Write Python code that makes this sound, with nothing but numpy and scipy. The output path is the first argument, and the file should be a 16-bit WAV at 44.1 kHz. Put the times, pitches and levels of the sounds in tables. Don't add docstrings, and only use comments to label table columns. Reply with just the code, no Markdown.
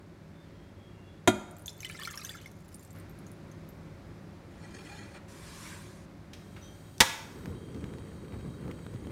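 import sys
import numpy as np
from scipy import signal
from scipy.fft import rfft, irfft, next_fast_len
from scipy.io import wavfile
from scipy.ndimage import uniform_filter1d, map_coordinates

SR = 44100
rng = np.random.default_rng(int(sys.argv[2]) if len(sys.argv) > 2 else 0)


def bounce(signal):
    frames = np.transpose(np.atleast_2d(signal))
    limited = np.clip(frames, -1, 1)
    pcm = np.round(limited * 32767).astype(np.int16)
    wavfile.write(sys.argv[1], SR, pcm)


N = 402092

# frequency in Hz, relative density in dB per Hz.
AIR_SPECTRUM = [(15, -54), (25, -15.5), (87, -2.5), (130, -9), (161, -4), (223, -10), (363, -10),
                (503, -20), (560, -18), (796, -22), (2160, -28.5), (2990, -36), (3340, -36), (4140, -36),
                (16000, -53)]
# frequency in Hz, relative level in dB.
HUM_PARTIALS = [(102.3, -53.5), (161.5, -53.5), (199.2, -58), (355.3, -65.5), (538.3, -66), (570.6, -64)]
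# frequency in Hz, time to decay by 60 dB in seconds.
ROOM_DECAY = [(100, 0.12), (400, 0.65), (1000, 0.9), (2000, 0.73), (3500, 0.58), (5500, 0.68), (9000, 0.55),
              (15000, 0.55)]
# start in seconds, level in dB, centre frequency in Hz, time to decay by 60 dB in seconds.
HANDLING_TAPS = [(.42, -65, 2200, 1.0), (2.95, -57.5, 1490, 0.45), (4.01, -63, 1200, 0.54),
                 (5.146, -46.5, 1430, 0.12), (6.333, -42.5, 3280, .06), (6.563, -44, 1460, 0.088),
                 (6.981, -39, 4930, .008)]
# start in seconds, length in seconds, frequency in Hz, level in dB.
HANDLING_SQUEAKS = [(0.329, 0.17, 3550, -72), (0.495, 0.24, 3250, -73), (0.744, 0.21, 3300, -69.5),
                    (0.874, 0.28, 2785, -71.5), (1.018, 0.18, 3370, -71), (6.58, 0.2, 3210, -64.5),
                    (6.598, 0.12, 3720, -67), (6.612, 0.047, 6000, -58.5), (6.662, 0.028, 6100, -60)]
# frequency in Hz, width in Hz, relative level in dB.
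BASE_RESONANCES = [(812, 36, 0), (1360, 34, -3.5), (1680, 110, -6), (1960, 47, -2), (2410, 58, -3.5),
                   (3230, 160, -11.5), (4280, 100, -8.5), (5480, 82, -11.5), (6380, 56, -13),
                   (7020, 130, -12), (8030, 39, -14), (8670, 51, -14), (8950, 65, -18), (9660, 79, -21)]
# frequency in Hz, relative density in dB per Hz.
GLIDE_SPECTRUM = [(470, -36), (800, -13), (990, 2.5), (1300, -5), (1680, -0.5), (2100, -5.5), (2320, -0.5),
                  (2500, -7.5), (3930, -6.5), (8030, -8.5), (8770, -8), (13800, -20.5), (16000, -28)]
# start in seconds, level in dB, nominal bubble frequency in Hz.
LOUD_DROPS = [(1.6595, -28.5, 6460), (1.669, -35, 12000), (1.6801, -25.5, 3550), (1.695, -35, 5300),
              (1.805, -30, 6330), (1.831, -34, 2300), (1.8472, -26, 3080), (1.8524, -31.5, 2020),
              (1.8978, -30.5, 2360), (1.948, -37, 2060), (2.0337, -29, 3370), (2.0502, -27, 4230),
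              (2.0534, -30.5, 2310), (2.074, -25, 1430), (2.1098, -31, 6600), (2.175, -26.5, 5540),
              (2.2489, -24.5, 6250), (2.2932, -27.5, 3460), (2.351, -36, 1420), (2.4587, -35, 2170),
              (2.745, -33.5, 8950), (2.795, -42.5, 7270), (2.849, -41.5, 8040), (2.987, -43, 14400),
              (3.0962, -43, 13200), (3.189, -45, 10500), (3.2665, -43, 6610), (3.3167, -42.5, 9540),
              (3.5152, -45.5, 6300), (3.6896, -40, 13000)]
# start in seconds, end in seconds, mean level in dB.
STRAY_DROPLETS = [(1.499, 1.851, -44.5), (2.68, 3.0, -45.5)]
# frequency in Hz, level in dB, time to decay by 60 dB in seconds.
PAN_MODES = [(108, -23, 0.16), (206, -27.5, 0.35), (246, -17, 0.12), (300, -14, 0.081),
             (361.5, -13.5, 0.13), (599, -20, 0.093), (639, -30, 0.23), (706, -26, 0.17), (950, -30, 0.19),
             (982, -25, 0.086), (1206, -33, 0.16), (1367, -24, 0.11), (1415, -20, 0.12), (2000, -35, 0.2),
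             (2173, -22, 0.051), (2440, -31, 0.17), (3230, -25.5, 0.093), (3420, -32, 0.079),
             (3725, -27, 0.11), (4050, -36, 0.12), (4700, -39, 0.078), (6170, -29, 0.077),
             (6880, -23.5, 0.053), (8000, -44, .13), (8500, -43, 0.16), (9400, -35, 0.14),
             (10600, -40, 0.072), (11400, -36, 0.066)]
# frequency in Hz, relative density in dB per Hz.
KNOCK_SPECTRUM = [(24, -49), (40, -33), (290, -7), (363, -23), (491, -20), (715, 0.5), (1090, -27),
                  (1370, -14.5), (2980, -26), (3650, -22), (5580, -34.5), (7000, -23.5), (16000, -44.5)]
# frequency in Hz, width in Hz, relative level in dB.
TUBE_RESONANCES = [(3174, 79, 8.5), (3540, 200, -8), (3830, 52, 8), (4530, 220, 1.5), (5800, 420, -4),
                   (6770, 187, 1), (7970, 390, 1), (8760, 450, -7.5), (8650, 120, -14.5), (9200, 540, -2),
                   (13400, 290, -7.5), (14120, 400, -8)]
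# frequency in Hz, relative density in dB per Hz.
FLAME_SPECTRUM = [(25, -32), (54, -4.5), (108, -1), (180, -3), (330, -7.5), (490, -12), (680, -28.5),
                  (1200, -27.5), (2000, -44), (4000, -59)]
# start in seconds, level in dB, low puff in dB relative to that level.
GAS_POPS = [(7.458, -35.5, -4), (7.746, -42, -5), (7.842, -37.5, -8), (7.937, -40, -12), (7.984, -42, -6),
            (8.323, -44, -2), (8.341, -41.5, 10), (8.68, -45, 12), (8.713, -35.5, -12), (8.791, -46, -1),
            (8.865, -40.5, 4), (8.94, -44, -3), (9.07, -41, 11), (9.106, -44, -6)]
# centre in seconds, time from centre to 1/e in seconds,
# added burn level in dB, deep whoomp in dB.
FLAME_FLARES = [(7.485, .07, -47.5, -51), (7.854, .1, -50.5, -58), (8.34, 0.015, -44, -46),
                (8.47, .025, -47, -40), (8.67, 0.061, -45, -43.5), (8.948, 0.019, -47, -36),
                (9.09, 0.074, -47, -47)]
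# frequency in Hz, relative density in dB per Hz.
SNAP_SPECTRUM = [(30, -13), (70, -4), (160, -2.5), (300, -9), (450, -11), (900, -8), (1300, -9), (1700, -5),
                 (2400, -5), (2900, -8), (3500, -6), (4600, -11), (5700, -9), (9500, -16), (15500, -26)]
# frequency in Hz, relative level in dB, time to decay by 60 dB in seconds.
STOVE_MODES = [(96, -26, .13), (528, -32, .3), (700, -25, .08), (845, -24, .13), (898, -19, .1),
               (955, -22, .12), (1061, -35, .4), (1195, -24, .1), (1390, -25, .08), (1694, -19, .11),
               (1872, -22, .09), (1977, -19, .09), (2228, -20, .08), (2560, -19, .07), (3242, -13.5, .055),
               (3340, -21, .055), (3486, -20, .055), (3615, -14, .055), (3903, -21, .07), (4410, -26, .08),
               (5230, -25, .07), (5890, -27.5, .1), (6575, -26, .09), (8586, -30, .09)]

AIR_DB = -52
LIFT_START_S, LIFT_STOP_S, LIFT_DB, LIFT_SAG_DB = 2.95, 6.9, -58, 8
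EDGE_S = 0.014
SCRAPE_START_S, SCRAPE_PEAK_S, SCRAPE_STOP_S = 4.51, 4.864, 5.18
SCRAPE_DB, SCRAPE_RISE_DB, SCRAPE_FALL_DB = -48.5, 15.5, 7
GLIDE_START_S, GLIDE_PEAK_S, GLIDE_STOP_S = 5.284, 5.68, 6.054
GLIDE_DB, GLIDE_RISE_DB, GLIDE_FALL_DB = -48, 9.5, 18
POUR_START_S, POUR_FULL_S, POUR_EASE_S, POUR_STOP_S = 1.78, 2.0, 2.27, 2.48
POUR_RISE_DB, POUR_FALL_DB = 10, 14.5
SWARM_DB, SPLASH_DB = -50.5, -57.5
LOWEST_HZ, LOWEST_FOLLOWS = 980, 0.593
CLUMP_DB = 1.8
BUBBLE_CYCLES, BUBBLE_RISE = 56, 0.076
SHED_S = .02
SPRAY_HZ = 10500
VALVE_S, VALVE_OPENING_S, GAS_DB, GAS_RISE_DB = 6.33, 0.32, -65.5, 6
PILOT_STOP_S, PILOT_DB = 7.52, -68
LIGHT_S, SPREAD_S, FLAME_DB, SPREAD_DB = 7.22, 0.18, -46, 8
SMALL_POP_DB = -47
TOP_HZ = 15900


def amp(db):
    return 10 ** (np.asarray(db) / 20)


def unit(x):
    return x / np.sqrt(np.mean(x ** 2) + 1e-20)


def along(points, hz):
    f, v = np.transpose(points)
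    return np.interp(np.log(hz + 1), np.log(f + 1), v)


def level(rows):
    s, db = np.transpose(rows)
    return amp(np.interp(np.arange(N) / SR, s, db, left=-140, right=-140))


def wobble(rate):
    knots = rng.standard_normal(int(N * rate / SR) + 4)
    steps = np.arange(0, len(knots) - 1, .125)
    return np.interp(np.arange(N) * rate / SR, steps, map_coordinates(knots, [steps]))


def filtered(x, response):
    m = next_fast_len(len(x) + SR // 2)
    return irfft(rfft(x, m) * response(np.fft.rfftfreq(m, 1 / SR)), m)[:len(x)]


def noise(colour, size=N):
    return unit(filtered(rng.standard_normal(size), lambda f: amp(along(colour, f))))


def resonate(x, peaks):
    def response(f):
        total = 0
        for k, (centre, width, db) in enumerate(peaks):
            damping = 1j * f * width
            total = total + (-1) ** k * amp(db) * damping / (centre * centre - f * f + damping)
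        return total
    return unit(filtered(x, response))


def fade(t, t60):
    return np.exp(-np.log(1000) * t / t60)


def ring(modes, t):
    return sum(amp(db) * fade(t, t60) * np.sin(2 * np.pi * (hz * t + rng.random())) for hz, db, t60 in modes)


def add(track, s, sound):
    part = track[round(s * SR):][:len(sound)]
    part += sound[:len(part)]


def push(t, width):
    u = t / width
    return 2 * u * (2 - u) * np.exp(-u)


def stroke(start, full, ease, stop, rise_db, fall_db):
    return level([(start - EDGE_S, -rise_db - 40), (start, -rise_db), (full, 0),
                  (ease, 0), (stop, -fall_db), (stop + EDGE_S, -fall_db - 40)])


def opening(start, rise_s, rise_db):
    return stroke(start, start + rise_s, N / SR, N / SR, rise_db, 0)


def patchy(x, depth_db, size):
    z = signal.stft(x, nperseg=512)[2]
    across_hz = uniform_filter1d(rng.standard_normal(z.shape), 3, 0)
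    field = uniform_filter1d(across_hz, size, 1)
    return unit(signal.istft(z * amp(depth_db * unit(field)), nperseg=512)[1][:N])


def room(x):
    hz, t, z = signal.stft(rng.standard_normal(SR), SR, nperseg=256)
    tail = signal.istft(z * fade(t, along(ROOM_DECAY, hz)[:, None]), SR, nperseg=256)[1]
    tail = tail * (1 - np.exp(-(np.arange(len(tail)) / SR / 0.005) ** 2))
    return signal.fftconvolve(x, tail / np.linalg.norm(tail))[:len(x)]


def in_room(x, wet_db):
    return x + amp(wet_db) * room(x)


def strike(s, source, wet_db, count=4):
    out = np.zeros(N)
    direct = source()
    reverberant = sum(room(source()) for _ in range(count)) / np.sqrt(count)
    add(out, s, direct + amp(wet_db) * reverberant)
    return out


def kitchen():
    t = np.arange(N) / SR
    hum = unit(sum(amp(db + 2.1 * wobble(5)) * np.sin(2 * np.pi * hz * t + 1.47 * wobble(9))
                   for hz, db in HUM_PARTIALS))
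    lift = stroke(LIFT_START_S, LIFT_START_S, LIFT_START_S, LIFT_STOP_S, 0, LIFT_SAG_DB)
    return (amp(AIR_DB) + amp(LIFT_DB) * lift) * (noise(AIR_SPECTRUM) + amp(-3) * hum)


def handling():
    out, t = np.zeros(N), np.arange(SR) / SR
    for s, db, hz, t60 in HANDLING_TAPS:
        colour = [(hz / 6, -25), (hz / 2, -4), (hz, 0), (hz * 2, -9), (hz * 4, -22), (hz * 8, -35)]
        onset = 1 - np.exp(-t / (0.018 * t60))
        add(out, s, amp(db) * noise(colour, size=len(t)) * fade(t, t60) * onset)
    for s, length, hz, db in HANDLING_SQUEAKS:
        swell = np.sqrt(np.hanning(int(length * SR)))
        colour = [(hz * .9, -40), (hz * .99, 0), (hz * 1.01, 0), (hz * 1.1, -40), (hz * 2, -90)]
        add(out, s, amp(db) * swell * noise(colour, size=len(swell)))
    return out


def slide():
    slips = rng.standard_normal(N) * amp(3.2 * wobble(120) + 2.8 * wobble(25))
    rub = noise([(80, -12), (330, 11), (600, -1), (1500, -2), (2400, -8), (4000, -9), (10000, -16.5), (15000, -28)])
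    scrape = patchy(resonate(slips, BASE_RESONANCES) + amp(-1.5) * rub, depth_db=3.5, size=7)
    glide = patchy(noise(GLIDE_SPECTRUM), depth_db=2.5, size=5)
    first = stroke(SCRAPE_START_S, SCRAPE_PEAK_S, SCRAPE_PEAK_S, SCRAPE_STOP_S, SCRAPE_RISE_DB, SCRAPE_FALL_DB)
    second = stroke(GLIDE_START_S, GLIDE_PEAK_S, GLIDE_PEAK_S, GLIDE_STOP_S, GLIDE_RISE_DB, GLIDE_FALL_DB)
    return amp(SCRAPE_DB) * first * scrape + amp(GLIDE_DB) * second * glide


def bubble(hz, cycles, rise):
    t = np.arange(SR // 16) / SR
    life = cycles / hz
    pitch = hz * (1 + rise * np.minimum(t / life, 1))
    onset = 1 - np.exp(-t * hz / 1.8)
    return np.sin(2 * np.pi * np.cumsum(pitch) / SR) * fade(t, life) * onset


def drops():
    out, t = np.zeros(N), np.arange(SR // 16) / SR
    spray = []
    for start, stop, db in STRAY_DROPLETS:
        for when, size, pitch in rng.random((8, 3)):
            spray.append((start + (stop - start) * when, db + 10 * (size - .5), SPRAY_HZ * 2 ** (pitch - .5)))
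    for s, db, hz in LOUD_DROPS + spray:
        slap = noise([(hz / 4, -24), (hz * 0.52, -2), (hz * 1.6, -3), (hz * 4, -9)], size=len(t)) * fade(t, 0.019)
        main_bubble = bubble(hz * .985, cycles=BUBBLE_CYCLES, rise=BUBBLE_RISE)
        add(out, s, amp(db) * (main_bubble + amp(-15.5) * slap))
        for late, pitch in rng.random((6, 2)):
            shed = bubble(hz ** (1 - pitch) * 14000 ** pitch, cycles=71, rise=0.05)
            add(out, s + SHED_S * late ** 2, amp(db - 13.5) * shed)
    return out


def in_pan(x, echo_db, t60):
    t = np.arange(SR // 8) / SR
    echoes = rng.standard_normal(len(t)) * fade(t, t60) * (t > .001)
    return x + amp(echo_db) * signal.fftconvolve(x, echoes / np.linalg.norm(echoes))[:N]


def water():
    swarm, length = np.zeros(N), POUR_STOP_S - POUR_START_S
    flow = stroke(POUR_START_S, POUR_FULL_S, POUR_EASE_S, POUR_STOP_S, POUR_RISE_DB, POUR_FALL_DB)
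    for when, size, pitch in rng.random((450, 3)):
        s = POUR_START_S + when * length
        lowest = LOWEST_HZ * flow[round(s * SR)] ** -LOWEST_FOLLOWS
        hz = lowest * (12000 / lowest) ** (pitch ** .8)
        add(swarm, s, amp(20 * size) * bubble(hz, cycles=52, rise=0.08))
    swarm = swarm / np.sqrt(np.sum(swarm ** 2) / SR / length)
    spatter = noise([(900, -15), (1600, -1), (7000, 8), (15000, 0.5)]) * amp(9.2 * wobble(400))
    splash = patchy(spatter, depth_db=4, size=3)
    clumps = unit(amp(CLUMP_DB * wobble(34.99)))
    stream = flow * clumps * (amp(SWARM_DB) * swarm + amp(SPLASH_DB) * splash)
    trickle = stroke(2.48, 2.75, 2.7, 3.03, rise_db=7, fall_db=7)
    return in_pan(drops() + stream + amp(-66) * trickle * splash, echo_db=-5.5, t60=0.05)


def knock():
    t = np.arange(SR) / SR
    blow = amp(-14.5) * noise(KNOCK_SPECTRUM, size=SR) * fade(t, .08)
    thump = amp(-30) * push(t, width=0.0024)
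    return (blow + thump + ring(PAN_MODES, t)) * (1 - np.exp(-t / 0.0004))


def gas():
    turbulence = rng.standard_normal(N)
    tube = patchy(resonate(turbulence, TUBE_RESONANCES), depth_db=2, size=30)
    tube_flow = opening(VALVE_S, VALVE_OPENING_S, GAS_RISE_DB)
    pilot = noise([(2000, -19), (5000, 1), (9000, -3), (11000, -2.5), (14000, 1), (16000, -6.5)])
    pilot_flow = stroke(VALVE_S, LIGHT_S, LIGHT_S, PILOT_STOP_S, rise_db=8, fall_db=1)
    return amp(GAS_DB) * tube_flow * tube + amp(PILOT_DB) * pilot_flow * pilot


def igniter():
    t = np.arange(SR) / SR
    u = t / .00009
    crack = 1.8 * (u - 1) * np.exp(-u)
    out = crack + amp(-14) * noise(SNAP_SPECTRUM, size=SR) * fade(t, .008)
    blow = amp(-9.0) * noise(SNAP_SPECTRUM, size=SR) * fade(t, 0.066)
    thump = amp(-19.5) * push(t, width=0.0016)
    rattle = amp(-2.0) * ring(STOVE_MODES, t)
    add(out, .0014, (blow + thump + rattle) * (1 - np.exp(-t / 0.00014)))
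    return out


def flame():
    pops, t = np.zeros(N), np.arange(SR // 16) / SR
    burning_s = LIGHT_S + SPREAD_S
    small = [(burning_s + when * (N / SR - burning_s), SMALL_POP_DB, 0) for when in rng.random(size=6)]
    for s, db, puff_db in GAS_POPS + small:
        tick = noise([(300, -8), (1000, 0), (2200, -2), (4000, -13), (15000, -28)], size=len(t)) * fade(t, .018)
        puff = amp(puff_db) * push(t, width=.0009)
        add(pops, s, amp(db) * (.6 * tick + .7 * push(t, width=.0002) - puff))
    flutter = unit(noise(FLAME_SPECTRUM) * amp(1.5 * wobble(30)))
    crackle_noise = noise([(300, -12), (1100, 0), (2200, -5), (5000, -28), (15000, -50)])
    crackle = unit(crackle_noise * amp(5 * wobble(300)))
    whoomp = noise([(30, -24), (60, -4), (120, 0), (200, -5), (400, -26), (1000, -60)])
    burn, deep = amp(FLAME_DB) * opening(LIGHT_S, SPREAD_S, SPREAD_DB), np.zeros(N)
    for s, half, db, deep_db in FLAME_FLARES:
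        swell = np.exp(-((np.arange(N) / SR - s) / half) ** 2)
        burn = burn + amp(db) * swell
        deep = deep + amp(deep_db) * swell
    return pops + burn * (amp(0.5) * flutter + amp(-19) * crackle) + deep * whoomp


def scene():
    pan = strike(1.2745, knock, wet_db=-15.5) + in_room(water(), wet_db=-14) + slide()
    stove = strike(7.0044, igniter, wet_db=-13.0) + gas() + flame()
    return (pan + stove + in_room(handling(), wet_db=-4.5) + kitchen())[None]


def record(dry):
    thin = signal.sosfilt(signal.butter(3, 36, "high", fs=SR, output="sos"), dry[0])
    rounded = thin / (1 + np.abs(thin / .95) ** 6) ** (1 / 6)
    return filtered(rounded, lambda hz: 1 / (1 + (hz / TOP_HZ) ** 120))[None]


dry = scene()
out = record(dry)
bounce(out)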